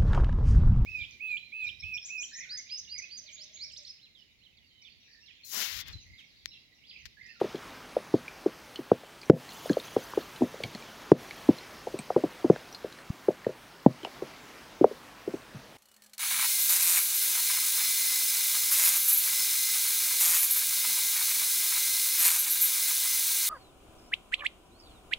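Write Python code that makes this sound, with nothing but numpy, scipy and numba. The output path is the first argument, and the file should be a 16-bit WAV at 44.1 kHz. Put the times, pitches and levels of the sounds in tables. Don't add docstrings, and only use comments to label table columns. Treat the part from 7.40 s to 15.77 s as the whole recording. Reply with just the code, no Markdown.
import sys
import numpy as np
from scipy import signal
from scipy.io import wavfile
from scipy.ndimage import uniform_filter1d
from numba import njit

SR = 44100
rng = np.random.default_rng(int(sys.argv[2]) if len(sys.argv) > 2 else 0)


def gain_from_db(level_db):
    decades = np.asarray(level_db, float) / 20
    return 10 ** decades


def to_wav(s):
    ch = np.atleast_2d(s).T
    pcm = np.round(np.clip(ch, -1, 1) * 32767)
    wavfile.write(sys.argv[1], SR, pcm.astype(np.int16))


N = 369116

# start in seconds, peak level in dB, main pitch in Hz,
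# level of the low modes in dB, brightness in dB.
DRIPS = [(0.0147, -12, 431, -25, -5.5), (0.5676, -12, 557, -31, -35), (0.7412, -6.5, 343, -11.5, -12.5),
         (1.0614, -10.5, 389, -24.5, -18), (1.5174, -2.5, 517, -8, -11.5), (1.8998, 1.5, 354, -7.5, -12),
         (1.9326, -12.5, 169.5, -12, -14), (2.3005, -12.5, 317, -9, -12.5), (2.3704, -13.5, 540, -41, -23),
         (2.5658, -10, 500, -18, -8), (2.7755, -11.5, 410, -16, -4.5), (3.02, -10.5, 293, -5, -8),
         (3.719, 1.9, 351, -12.5, -20.5), (4.0895, -4.5, 294, -7.5, -11.5), (4.705, -14, 585, -18, 7.5),
         (4.764, -8, 417, -19, -13), (4.8385, -13, 330, -9, -10.5), (5.0454, -12.5, 358, -14, -8),
         (5.101, -0.5, 386, -9, -9.5), (5.885, -7.5, 417, -23, -13.5), (6.067, -13, 527, -4, -25),
         (6.4637, 2, 242, -5, -11), (7.4118, -9, 380, -15.5, -18), (7.4444, 0.4, 475, -17, -9)]
# start in seconds, extra level on top of the drip's own in dB.
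OVERLOADS = [
    (1.898, 9),
    (3.717, 6),
    (6.462, 1),
]


def unit(x):
    return x / np.sqrt(np.mean(x ** 2))


def add(out, start_s, burst):
    i = max(int(start_s * SR), 0)
    out[i:i + len(burst)] += burst[:N - i]


def walk(rate):
    hold = int(SR / rate)
    steps = np.repeat(rng.standard_normal(N // hold + 1), hold)
    return 1.33 * uniform_filter1d(uniform_filter1d(steps, hold), hold)[:N]


def band(x, hz, width):
    edges = [hz - width / 2, min(hz + width / 2, 0.45 * SR)]
    return signal.sosfilt(signal.butter(2, edges, "bandpass", fs=SR, output="sos"), x)


def all_drips():
    # start in seconds, peak level in dB,
    # main pitch in Hz, brightness in dB.
    droplets = [(0.0442, -22.5, 398, -15), (0.146, -24.5, 382, -17), (1.3907, -26, 329, -17),
                (1.635, -37, 535, 8), (1.9654, -30.5, 496, -24), (3.009, -19.5, 328, -20),
                (2.258, -25.5, 560, -4), (2.7366, -27, 1070, -36), (3.1426, -31, 515, -10),
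                (3.2041, -28, 527, -20), (3.2381, -28.5, 166, 6), (3.3493, -32, 198, 0),
                (4.4716, -22, 478, -0.5), (4.542, -21, 376, -30), (4.59, -29.5, 235, -6),
                (5.0567, -26, 348, -2), (5.1616, -28, 553, 2), (5.4456, -22.5, 479, -31),
                (5.906, -24.5, 595, -9), (6.093, -25.5, 440, -17), (6.633, -34, 356, -20),
                (6.6505, -25, 844, -12), (6.6718, -32.5, 700, 6), (6.823, -22.5, 410, -15),
                (7.43, -24, 297, -20), (7.5129, -26, 430, -32), (3.036, -18, 288, -22),
                (7.8772, -19.5, 390, -25), (7.9382, -22.5, 368, -14), (8.14, -33, 136, -27)]
    # peak level in dB, length in cycles of its pitch.
    cycle_counts = [
        (-25, 3.77),
        (1, 3.27),
        (2.5, 1.86),
    ]
    shortest_ms = 3.87
    rows = [tuple(row) for row in DRIPS]
    for s, db, hz, high_db in droplets:
        low_db = -17 - 21.5 * np.log2(hz / 380)
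        rows.append((s, db, hz, low_db, high_db))
    timed = []
    for row in rows:
        cycles = np.interp(row[1], *np.transpose(cycle_counts))
        timed.append(row + (max(1000 * cycles / row[2], shortest_ms),))
    return timed


def drips(width=0.53, skirt_db=-12, lead_ms=0.82, late_ms=0.51, uneven_db=1.96, damping=1.29,
          ring_db=-17, rise=0.072, fall=0.72, smear=0.19, glide=0.38, packet_db=11):
    # pitch in Hz, time to fade by 60 dB in seconds.
    fabric = [(105, 0.072), (135, 0.22), (160, 0.16), (190, 0.1), (215, 0.15), (245, 0.19), (280, 0.1),
              (312, 0.11), (345, 0.13), (378, 0.097), (410, 0.12), (445, 0.11), (480, 0.12), (520, 0.17),
              (565, 0.1), (610, 0.15), (665, 0.11), (725, 0.065), (790, 0.039), (870, 0.05), (960, 0.055),
              (1080, 0.029), (1220, 0.026), (1400, 0.045)]
    hz, t60 = np.transpose(fabric)
    out, ms = np.zeros(N), np.arange(int(0.2 * SR))[:, None] * 1000 / SR
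    rows = all_drips()
    chance = rng.standard_normal((len(rows), 3, len(hz)))
    for (s, db, main_hz, low_db, high_db, length), (size, turn, free) in zip(rows, chance):
        uneven = gain_from_db(uneven_db * size)
        main = np.exp(-0.5 * (np.log(hz / main_hz) / width) ** 2)
        skirt_levels = [low_db, skirt_db, high_db, high_db - 34.5]
        skirt = gain_from_db(np.interp(np.log(hz), np.log([150, 380, 750, 1400]), skirt_levels))
        since_ms = np.maximum(ms - 4 + lead_ms - late_ms * np.log(main_hz / hz), 0)
        angle = 2 * np.pi * hz * (ms - 5.2) / 1000

        patch_fade = np.exp(-since_ms / (fall * length * (main_hz / hz) ** 0.21))
        patch = skirt * uneven * patch_fade * np.cos(angle + smear * length * turn)

        far_db = 0.72 * (length - 8) - 0.31 * (max(db, -24) + 8.5)
        canopy_fade = np.exp(-np.log(1000) * damping * since_ms / 1000 / t60)
        canopy = (main + skirt) * uneven * gain_from_db(ring_db + far_db) * (1 - np.exp(-since_ms / 4))
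        canopy = canopy * canopy_fade * np.cos(angle + np.pi * free)
        knock = ((1 - np.exp(-since_ms / (rise * length))) ** 2 * (patch + canopy)).sum(axis=1)

        v = np.maximum(ms[:, 0] - 2.6, 0) / length
        sinking_hz = main_hz * np.exp(-glide * (np.minimum(v, 1.6) - 0.45))
        turns = np.cumsum(sinking_hz * (v > 0)) / SR
        packet = np.sin(2 * np.pi * turns) * (1 - np.exp(-v / 0.18)) ** 2 * np.exp(-(v / 0.77) ** 2)
        knock = knock - gain_from_db(packet_db) * packet

        over_db = sum(extra for when, extra in OVERLOADS if abs(when - s) < 0.01)
        add(out, s - 0.004, knock * gain_from_db(db + over_db) / np.abs(knock).max())
    return out


def slaps(cycles=1.11, lag_ms=-2.367):
    out = np.zeros(N)
    for s, db, main_hz, _, high_db in DRIPS:
        hz = 960 * (main_hz / 380) ** 0.4
        turns = np.arange(int(8 * SR / hz)) * hz / SR
        swell = (turns / cycles * np.exp(1 - turns / cycles)) ** 2
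        slap_db = 1.63 * db - 17.5 + 0.72 * (high_db + 9.5)
        add(out, s + lag_ms / 1000, np.sin(2 * np.pi * turns) * swell * gain_from_db(slap_db))
    t = np.arange(int(0.0072 * SR)) / 0.0009 / SR
    for s, over_db in OVERLOADS:
        crack = unit(band(rng.standard_normal(len(t)), 2800, 3700))
        add(out, s, crack * t * np.exp(1 - t) * gain_from_db(-53 + 2.32 * over_db))
    return out


def thud():
    # start in seconds, peak level in dB, length in milliseconds.
    casing_hit = (5.7, -26.5, 7.6)
    s, db, ms = casing_hit
    u = (np.arange(N) / SR - s) * 1000 / ms - 0.65
    return gain_from_db(db + 7.5) * np.sin(2 * np.pi * u) * np.exp(-0.5 * (u / 0.26) ** 2)


def ticks(splash_db=-7, spread=0.05, crack_db=-6, tail_db=-14):
    # start in seconds, peak level in dB, pitch in Hz, share of the casing ring in dB.
    small_drops = [(0.156, -34, 3300, -11), (0.8802, -29, 2350, -26), (1.358, -30, 3000, -14),
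                   (1.8145, -39, 4730, -27), (1.8317, -35.5, 2370, -12), (1.856, -43, 5700, -25),
                   (2.091, -33, 2000, -8), (2.12, -36, 3220, -11), (4.5895, -32, 2350, -30),
                   (2.2952, -25, 1650, -14), (2.331, -29, 3120, -9), (2.3986, -32, 3650, -15),
                   (2.4807, -36, 3280, -16), (2.81, -37, 1450, -8), (2.961, -32.5, 3160, -10.5),
                   (3.236, -21, 2965, -10), (3.349, -28, 1950, -8), (3.4236, -38, 2360, -16),
                   (3.909, -29, 2300, -18), (4.1844, -35, 1730, -6), (4.589, -30.5, 8200, -14.5),
                   (5.1606, -30.5, 1590, -18), (5.3256, -38, 5800, -19), (5.347, -31, 4770, -8),
                   (5.5247, -37.5, 1680, -7), (5.5867, -38, 1800, -14), (6.0456, -34.5, 1860, -19),
                   (6.6313, -37, 3100, -21), (6.6482, -24, 2730, -28), (3.2376, -24, 2260, -28)]
    casing_hz = 4157
    out, t = np.zeros(N), np.arange(int(0.06 * SR)) / SR
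    chance = rng.standard_normal((len(small_drops), len(t)))
    for (s, db, low_hz, high_db), noise in zip(small_drops, chance):
        t60 = 0.0097 * gain_from_db(-0.25 * (db + 24.5))
        cluster = 2 * np.pi * t * (1 + spread * np.array([[0], [noise[0]], [noise[1]]]))
        upper = np.clip(gain_from_db(high_db + 7), 0, 0.97)
        rib_ring = np.sqrt(1 - upper ** 2) * np.sin(low_hz * cluster)
        casing_ring = upper * np.sin(casing_hz * cluster)
        centre = low_hz + upper * (casing_hz - low_hz)
        splash = gain_from_db(splash_db) * unit(band(noise, centre, 0.55 * centre))
        ring = (rib_ring + casing_ring).sum(axis=0) + splash
        fade = np.exp(-np.log(1000) * t / max(t60, 0.004))
        tick = ring * (1 - np.exp(-t / 0.00067)) ** 2 * (fade + gain_from_db(tail_db) * fade ** 0.13)
        crack = unit(band(noise[::-1], 1.1 * centre, 1.2 * centre))
        tick = tick + gain_from_db(crack_db) * crack * (t / 0.00093) * np.exp(1 - t / 0.00061)
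        add(out, s, tick * gain_from_db(db) / np.abs(tick).max())
    return out


def trickle(count=24000, grain_ms=5.7, grain_db=4.5, wash_db=-7):
    # centre in Hz, width in Hz, level in dB.
    whistle_bands = [(2000, 525, -10.5), (3250, 520, 1.5), (4270, 720, -2.5), (5340, 1500, -1),
                     (6440, 930, -2.5), (7700, 1600, -11), (9730, 1000, -5), (11600, 1900, -9.5),
                     (13000, 1500, -3), (15300, 800, -7)]
    out = np.zeros(N)
    bands = np.array(whistle_bands)[rng.integers(len(whistle_bands), size=count)]
    starts = rng.uniform(2.1, 5.5, count)
    offsets = rng.standard_normal(count)
    lengths, sizes = rng.exponential(size=(2, count))
    for (hz, width, level_db), s, off, long, size in zip(bands, starts, offsets, lengths, sizes):
        t = np.arange(int(grain_ms * (0.12 + long) * SR / 1000)) / SR
        whistle = np.hanning(len(t)) * np.sin(2 * np.pi * (hz + off * width / 2) * t)
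        add(out, s, whistle * gain_from_db(level_db + grain_db * min(size, 3.0)))
    wash = unit(band(rng.standard_normal(N), 10000, 13000)) * gain_from_db(wash_db + 1.5 * walk(40))
    lag_s, rise_s, dry_db_per_s = 0.016, 0.03, 8
    flow = 0
    for s, over_db in OVERLOADS:
        since = np.maximum(np.arange(N) / SR - s - lag_s, 0)
        shed_db = -74 + 2.3 * over_db - dry_db_per_s * since
        flow = np.maximum(flow, (1 - np.exp(-since / rise_s)) * gain_from_db(shed_db))
    return (unit(out) * gain_from_db(1.5 * walk(70)) + wash) * flow


def rain(grains_per_s=300, grain_db=6.0, grain_share=0.52, flicker_db=1.61, swell_db=0.4):
    # time in seconds, level in dB.
    rain_strength = [(0.0, 2.5), (0.56, 0), (1.85, -2.5), (2.2, 2), (2.8, 1.5), (4.2, 1.5), (5.22, 0.5),
                     (6.451, -3), (6.8, 0.5), (7.34, -2), (7.88, -1), (8.37, -2)]
    # frequency in Hz, level in dB per Hz.
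    rain_colour = [(25, -35), (40, 1.5), (80, -5), (125, 1), (250, 1), (500, -1.5), (1000, -1),
                   (2000, -4.5), (4000, -10), (6300, -13.5), (7300, -19.5), (9000, -19.5), (13000, -22.5),
                   (16000, -21.5)]
    rain_db, side_db = -49, -29.5
    strength = np.interp(np.arange(N) / SR, *np.transpose(rain_strength))
    patter_db = 0.96 * strength
    colour_hz, colour_db = np.transpose(rain_colour)
    shared = rng.standard_normal((2, N))
    wide = unit((shared[0] > 2.9) * shared[1])
    mid, side, swell = 0, 0, walk(2.92)
    for hz in 28 * 2 ** np.arange(0, 9.3, 1 / 4):
        hiss, lateral, when = rng.standard_normal(N), rng.standard_normal(N), rng.random(N)
        click_sizes = gain_from_db(grain_db * np.minimum(rng.exponential(size=N), 3.0))
        clicks = (when < grains_per_s / SR) * click_sizes * np.sign(hiss)
        wet = np.interp(hz, [5500, 8500], [1, 0.35])
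        mix = hiss + wet * grain_share * (unit(clicks) + 0.5 * wide) * (hz > 200)
        high = np.interp(np.log(hz), np.log([1200, 4000]), [0, 1])
        db = np.interp(np.log(hz), np.log(colour_hz), colour_db) + flicker_db * walk(14)
        db = db + wet * ((1 - high) * patter_db + high * strength + swell_db * swell)
        mid = mid + gain_from_db(db) * band(mix, hz, hz * 0.19)
        side = side + gain_from_db(db) * band(lateral, hz, hz * 0.24)
    usual = np.sqrt(np.median(uniform_filter1d(mid ** 2, size=2048)))
    return np.array([mid, side * gain_from_db(side_db)]) * gain_from_db(rain_db) / usual


def scene():
    low_cut_hz, left_db = 110, 0.42
    low_cut = signal.butter(3, low_cut_hz, "highpass", fs=SR, output="sos")
    near = signal.sosfilt(low_cut, drips()) + slaps() + thud()
    mid, side = rain()
    bright = ticks() + trickle()
    mid = mid + bright
    side = side + gain_from_db(-28) * np.roll(bright, shift=9)
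    return np.array([near * gain_from_db(left_db) + mid + side, near * gain_from_db(-left_db) + mid - side])


@njit
def follow(x, attack, release):
    out, e = np.empty(len(x)), 0.
    for i in range(len(x)):
        e += (x[i] - e) * (attack if x[i] > e else release)
        out[i] = e
    return out


def low_pass(x):
    return signal.sosfilt(signal.butter(12, 16470, fs=SR, output="sos"), x)


def record(dry):
    attack_s, release_s, top_hz = 0.00048, 0.064, 15800
    loud = follow(np.abs(dry).max(axis=0), 1 / (attack_s * SR), 1 / (release_s * SR))
    held = dry / np.maximum(uniform_filter1d(loud, size=48) / 0.55, 1) ** 0.94
    rounded = held / (1 + np.abs(held) ** 8) ** (1 / 8)
    top_cut = signal.ellip(10, 0.2, 70, top_hz, fs=SR, output="sos")
    return low_pass(signal.sosfilt(top_cut, rounded))


dry = scene()
out = record(dry)
to_wav(out)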